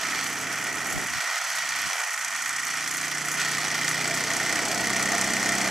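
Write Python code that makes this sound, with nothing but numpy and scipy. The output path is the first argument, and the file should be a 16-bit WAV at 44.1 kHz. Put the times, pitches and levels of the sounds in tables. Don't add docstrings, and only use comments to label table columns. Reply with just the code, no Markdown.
import sys
import numpy as np
from scipy import signal
from scipy.fft import rfft, irfft, next_fast_len
from scipy.io import wavfile
from scipy.ndimage import map_coordinates

SR = 44100
rng = np.random.default_rng(int(sys.argv[2]) if len(sys.argv) > 2 else 0)


def persist_wave(psi):
    counts = np.round(np.clip(psi, -1, 1) * 32767).astype(np.int16)
    wavfile.write(sys.argv[1], SR, np.atleast_2d(counts).T)


N = 251370

# t/s, stroke rate/Hz
FAST_SPEED = [(0.0, 28.623), (0.5, 28.557), (1.0, 28.374), (1.5, 29.14), (2.0, 28.705), (2.4, 28.326),
              (2.8, 28.882), (3.2, 29.819), (3.6, 30.222), (4.0, 30.439), (4.4, 31.365), (4.8, 32.093),
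              (5.2, 32.358), (5.7, 32.316)]
# t/s, relative level/dB
LOW_COURSE = [(0, -9), (1.052, -4.5), (1.068, -12), (1.3, -19), (1.8, -13.5), (2.2, -20.5), (2.6, -16.5),
              (3, -11), (4, -3.5), (4.7, -0.5), (5.7, 0.5)]
# t/s, share of the way
PLACE_COURSE = [(0, 0), (3, 0), (4.9, 1), (5.7, 1)]


def amp(db):
    return 10 ** (np.asarray(db) / 20)


def unit(x):
    return x / np.sqrt(np.mean(x ** 2) + 1e-20)


def along(points, hz):
    f, v = np.transpose(points)
    return np.interp(np.log(hz + 1), np.log(f + 1), v)


def curve(rows):
    s, v = np.transpose(rows)
    return np.interp(np.arange(N) / SR, s, v)


def wobble(rate):
    knots = rng.standard_normal(int(N * rate / SR) + 4)
    return map_coordinates(knots, [np.arange(N) * rate / SR])


def filtered(x, response):
    m = next_fast_len(N + SR // 2)
    hz = np.fft.rfftfreq(m, 1 / SR)
    return irfft(rfft(x, m) * response(hz), m)[..., :N]


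def modes(rows, f, order=1):
    return sum((amp(db) * 1j * f * w / (c * c - f * f + 1j * f * w)) ** order for c, w, db in rows)


def stereo(gate, colour):
    # f/Hz, correlation coefficient
    likeness = [(60, .5), (130, .8), (290, .82), (640, .96), (1410, .96), (3100, .97), (6800, .76),
                (10000, .62), (15000, .5)]

    def mid_and_side(hz):
        angle = np.arccos(np.clip(along(likeness, hz), -1, 1)) / 2
        return colour(hz) * [np.cos(angle), np.sin(angle)]

    mid, side = filtered(gate * rng.standard_normal((2, N)), mid_and_side)
    return unit(np.array([mid + side, mid - side]))


def metal(own):
    # f/Hz, spectral level/dB
    shared = [(330, -55), (560, -15.5), (690, -2.5), (950, -5), (1460, 2), (1590, -2), (1910, -0.5),
              (2160, -9), (2700, -8.5), (3330, -7.5), (3720, -15), (6140, -10), (11200, -22.5),
              (12800, -20), (15600, -41.5)]
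    # f/Hz, width/Hz, lift/dB
    frames = [(1297, 7.7, 3), (1437, 11, -5), (1505, 8.7, 2), (1847, 9.9, 5), (1927, 33, 8),
              (2150, 140, -12), (2325, 197, 9), (4436, 9, 5.5), (5640, 330, -6.5), (6080, 86, -2.5),
              (7900, 55, 4), (8040, 71, -19), (8690, 17, 1.5), (12800, 280, -26)]
    return lambda hz: amp(along(shared, hz) + along(own, hz)) * (1 + modes(frames, hz))


def strokes(speed, phases):
    travelled = np.cumsum(curve(speed)) / SR
    return sum(np.diff(np.floor((travelled - p) / 2), prepend=-1) for p in phases)


def knocking(rate):
    speed = rate * amp(2.5 * wobble(25))
    return np.diff(np.floor(np.cumsum(speed) / SR), prepend=0)


def impulses(rows):
    blows = np.zeros(N)
    for s, db in rows:
        blows[round(s * SR)] = amp(db)
    return blows


def bursts(blows, t60, scatter_db, rise=0.00029):
    t = np.arange(SR // 20) / SR
    decay = amp(-60 * t / t60) * (1 - np.exp(-t / rise))
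    sized = blows * amp(scatter_db * rng.standard_normal(N))
    return np.abs(signal.fftconvolve(sized, decay)[:N])


def ringing(blows, scatter_db, rise=0.0027):
    # f/Hz, level/dB, t60/s
    bed_plate = [(1420, -7, .028), (1840, -2, .034), (2050, 0, .026), (2350, -8, .022)]
    t = np.arange(SR // 15) / SR
    total = np.zeros(N)
    for hz, db, t60 in bed_plate:
        strength = amp(scatter_db * rng.standard_normal(N)) * rng.choice([-1, 1], N)
        envelope = amp(db - 60 * t / t60) * (1 - np.exp(-t / rise))
        mode = envelope * np.sin(2 * np.pi * hz * t)
        total += signal.fftconvolve(blows * strength, mode)[:N]
    return total


def wind():
    # t/s, level/dB
    gusts = [(.97, -29), (1.11, -40), (1.17, -35), (1.77, -46), (1.865, -37)]
    # f/Hz, spectral level/dB
    buffet = [(20, -18), (45, -3), (80, -1), (150, 1.5), (300, -3), (900, -34)]
    gust_s = .022
    breeze_db, breeze_follows = -48, .8
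    t = np.arange(N) / SR
    breeze = amp(breeze_db + breeze_follows * curve(LOW_COURSE))
    push = breeze + sum(amp(db) * np.exp(-np.abs(t - s) / gust_s) for s, db in gusts)
    opposed, alike = filtered(rng.standard_normal((2, N)), lambda hz: amp(along(buffet, hz)))
    return push * unit(np.array([opposed + .4 * alike, .4 * alike - opposed]))


def squeaks():
    # t/s, level/dB (peak, before the two side gains), f/Hz
    squeak_rows = [(.145, -43, 11420), (.755, -73, 11420), (5.03, -45, 11500), (5.555, -54, 11430)]
    t = np.arange(N) / SR
    tone = sum(amp(db) * np.exp(-((t - s) / 0.015) ** 2) * np.sin(2 * np.pi * hz * t)
               for s, db, hz in squeak_rows)
    return tone * np.array([[1.3], [-.3]])


def table():
    # f/Hz, width/Hz, level/dB at the first place, level/dB at the last
    boards = [(64, 16, -16, -11), (113, 14, -3.5, -9), (127, 12, -3, -3), (150, 24, -.5, -4),
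              (170, 20, -4, -6), (194, 9, -2, -.5), (222, 20, -5, -1), (258, 18, 0, -5),
              (288, 18, .5, -1.5), (318, 22, 0, -2.5), (345, 20, -2, -6), (452, 20, -9, -4)]
    # t/s, share of the way
    settling = [(0, 0), (3, 0), (4.79, .45), (4.86, 1), (5.7, 1)]
    # t/s, level/dB
    hum_level = [(0, -45), (1.05, -44), (1.1, -49), (1.5, -51.5), (2.1, -53.5), (2.6, -50), (3.2, -43),
                 (4, -37), (4.78, -39), (4.86, -38.5), (5.7, -37.5)]
    # f/Hz, spectral level/dB
    rumble_colour = [(25, -45), (60, -26), (100, -18.5), (130, -19), (200, -11), (300, -9), (420, -4.5),
                     (550, -1.5), (900, -9), (1500, -46)]
    rumble_db = -29
    jolts = strokes(FAST_SPEED, (.4, 1.4)) * amp(1.5 * wobble(6))
    hz, width, *places = np.transpose(boards)
    first, last = [unit(filtered(jolts, lambda f: modes(zip(hz, width, db), f, order=2))) for db in places]
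    way = curve(settling)
    hum = (1 - way) * first + way * last
    rumble = stereo(1, lambda f: amp(along(rumble_colour, f)))
    return amp(curve(hum_level)) * hum + amp(rumble_db + curve(LOW_COURSE)) * rumble


def leaking():
    # start t/s, end t/s, level/dB
    leaks = [(-.1, 0.274, -39), (1.12, 1.954, -39), (2.754, 3.175, -44), (3.375, 5.8, -37)]
    edge_s = 0.0036
    t = np.arange(N) / SR
    return sum(amp(db) * (np.tanh((t - a) / edge_s) - np.tanh((t - b) / edge_s)) for a, b, db in leaks) / 2


def blur():
    # t/s, level/dB
    running = [(0, -29), (.24, -30), (.3, -31.5), (1.12, -32), (1.2, -31.5), (1.55, -31), (2.02, -30.5),
               (2.1, -33), (2.7, -31.5), (3.33, -32), (3.4, -28), (3.55, -31), (4.45, -30.5), (4.62, -28.5),
               (4.8, -30.5), (5.3, -29.5), (5.7, -28.5)]
    # f/Hz, width/Hz, level/dB
    boiler = [(625, 60, -2), (684, 28, 0), (742, 60, -3.5), (850, 60, -8)]
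    # f/Hz, relative level/dB
    rattle_colour = [(300, -47), (600, 5.5), (3000, 0), (4500, -19.5), (9000, -41)]
    steam_colour = [(1500, -38), (3000, -4), (4400, -0.5), (6000, 0.5), (9000, 1), (15000, -6)]
    jet_colour = [(1500, -32), (3000, 0.5), (4300, 9.5), (5500, 5), (9000, -14), (15000, 5)]
    drone_db, drone_follows = -28, 1.4
    steam_db, steam_follows = -35, 0.86
    gear_ring_db = -10
    rattle_level = curve(running)
    drone_level = drone_db + drone_follows * curve(LOW_COURSE)
    steam_level = steam_db + steam_follows * (rattle_level - rattle_level.mean())

    knocks = bursts(knocking(25), t60=.045, scatter_db=2, rise=.002)
    teeth = knocking(80)
    chatter = bursts(teeth, t60=.02, scatter_db=2.5)
    spits = bursts(rng.random(N) < 150 / SR, t60=.015, scatter_db=3)

    drone_gate = (1 + 0.63 * knocks + 0.5 * chatter) * amp(2.5 * wobble(7))
    drone = stereo(drone_gate, lambda hz: sum(np.abs(modes([mode], hz, order=2)) for mode in boiler))
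    rattle = stereo(1 + .6 * knocks + chatter, metal(rattle_colour))
    rattle = rattle + amp(gear_ring_db) * unit(ringing(teeth, scatter_db=2.5, rise=.0015))
    steam = stereo(1 + 0.95 * knocks + 1.1 * chatter + .5 * spits, metal(steam_colour))
    jet = stereo(1 + 1.5 * chatter, metal(jet_colour))
    return amp(drone_level) * drone + amp(rattle_level) * rattle + amp(steam_level) * steam + leaking() * jet


def even_engine():
    # t/s, stroke rate/Hz
    speed = [(0.0, 35.071), (1.0, 35.042), (2.0, 34.643), (3.0, 34.742), (4.0, 34.77), (5.0, 34.65),
             (5.7, 35.277)]
    phases = (.46, 1.53)
    # f/Hz, relative level/dB
    tick_colour = [(4000, -42), (6500, 2), (8500, -2), (10200, 6.5), (11500, 0.5), (12800, 4), (15000, -3)]
    tick_db, change_db = -41.5, -5.5
    blows = strokes(speed, phases)
    gate = bursts(blows, t60=0.015, scatter_db=4.5) + 0.31 * bursts(blows, t60=0.18, scatter_db=6.0)
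    return amp(tick_db + change_db * curve(PLACE_COURSE)) * stereo(gate, metal(tick_colour))


def hard_knocks():
    # t/s, strength/dB
    hard = [(0.1311, -18), (0.179, -18), (0.5836, -21), (1.2106, -19), (1.2471, -19), (1.293, -19),
            (1.3703, -18), (2.0018, -20), (2.0383, -19), (2.7372, -21), (2.8759, -22), (2.9816, -20),
            (3.031, -19), (3.4146, -18), (3.457, -18), (3.6142, -23), (3.6471, -22), (3.716, -21),
            (3.8327, -22), (3.8766, -18), (3.916, -20), (4.0647, -20), (4.1101, -20), (4.1445, -19),
            (4.1804, -17), (4.3061, -18), (4.3984, -20), (4.4094, -18), (4.4338, -19), (4.592, -18),
            (4.8693, -19), (5.0863, -18), (5.1477, -18), (5.4066, -18), (5.459, -17), (5.5423, -15)]
    # t/s, strength/dB
    loose = [(2.46, -13), (3.115, -13), (3.8791, -10), (4.556, -12)]
    ring_db, crack_db, snap_db = -6, -49, -50
    blows = impulses(hard)
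    crack_gate = bursts(blows, t60=.025, scatter_db=1)
    crack = stereo(crack_gate, metal([(800, -20), (2000, 18), (4000, 13.5), (9000, 1.0)]))
    snap_gate = bursts(impulses(loose), t60=.025, scatter_db=1)
    snap = stereo(snap_gate, metal([(800, -2), (2000, -4), (4000, 4), (9000, 3)]))
    ring = ringing(blows, scatter_db=1, rise=.0035)
    return amp(ring_db) * ring + amp(crack_db) * crack + amp(snap_db) * snap


def fast_engine():
    phases = (.405, 1.395)
    # t/s, level/dB
    clack_level = [(0, -61), (1.3, -40.5), (2.6, -38.5), (4.4, -35), (5.7, -32.5)]
    # t/s, level/dB
    ring_level = [(0, -39), (2, -38.5), (3.4, -37), (3.85, -32.5), (4.58, -32.5), (4.63, -45), (4.8, -43),
                  (4.85, -32), (5.7, -32)]
    # f/Hz, relative level/dB
    clack_colour = [(2500, -52), (4000, 6.5), (5500, 8), (8000, 14), (10000, 12), (14000, 3)]
    knock_colour = [(600, -5), (1200, 11), (1700, -30), (2000, 8), (2500, -12), (3200, 2), (4500, 6),
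                    (7000, -22)]
    knock_db = -6.5
    blows = strokes(FAST_SPEED, phases)
    back = strokes(FAST_SPEED, np.add(phases, .41))
    clack = bursts(blows, t60=.03, scatter_db=3) + .23 * bursts(blows, t60=.19, scatter_db=2)
    knock = bursts(blows, t60=.035, scatter_db=2, rise=.0035)
    knock = knock + .35 * bursts(back, t60=.025, scatter_db=3, rise=.0015)
    ring = unit(ringing(blows + .35 * back, scatter_db=1.5, rise=.003))
    ring_db = curve(ring_level)
    return (amp(curve(clack_level)) * stereo(clack, metal(clack_colour))
            + amp(knock_db + ring_db) * stereo(knock, metal(knock_colour))
            + amp(ring_db) * ring)


def scene():
    lean_db, change_db = -2.1, .85
    lean = (lean_db + change_db * curve(PLACE_COURSE)) / 2
    engines = table() + blur() + even_engine() + hard_knocks() + fast_engine()
    return engines * amp([lean, -lean]) + squeaks() + wind()


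def bass_share():
    # t/s, gain aimed at/dB
    drops = [(1.06, -3), (1.19, -38), (1.89, -38)]
    fall_s, hold_s, return_s = .014, .1, .33
    s, db = np.transpose(drops)[..., None]
    since = np.maximum(np.arange(N) / SR - s, 0)
    lost = (1 - np.exp(-since / fall_s)) * np.exp(-np.maximum(since - hold_s, 0) / return_s)
    return np.prod(1 - (1 - amp(db)) * lost, axis=0)


def record(dry):
    split_hz, top_hz = 560, 15750
    delay_s = .8e-5

    def damping(hz):
        return split_hz ** 2 - hz * hz + 1j * np.sqrt(2) * hz * split_hz

    def ports(hz):
        late = np.exp(-1j * np.pi * hz * delay_s * np.array([[1], [-1]]))
        return late * (hz < top_hz)

    low = filtered(dry, lambda hz: -split_hz ** 2 / damping(hz) * np.exp(-.3j))
    high = filtered(dry, lambda hz: hz * hz / damping(hz))
    return filtered(high + bass_share() * low, ports)


dry = scene()
out = record(dry)
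persist_wave(out)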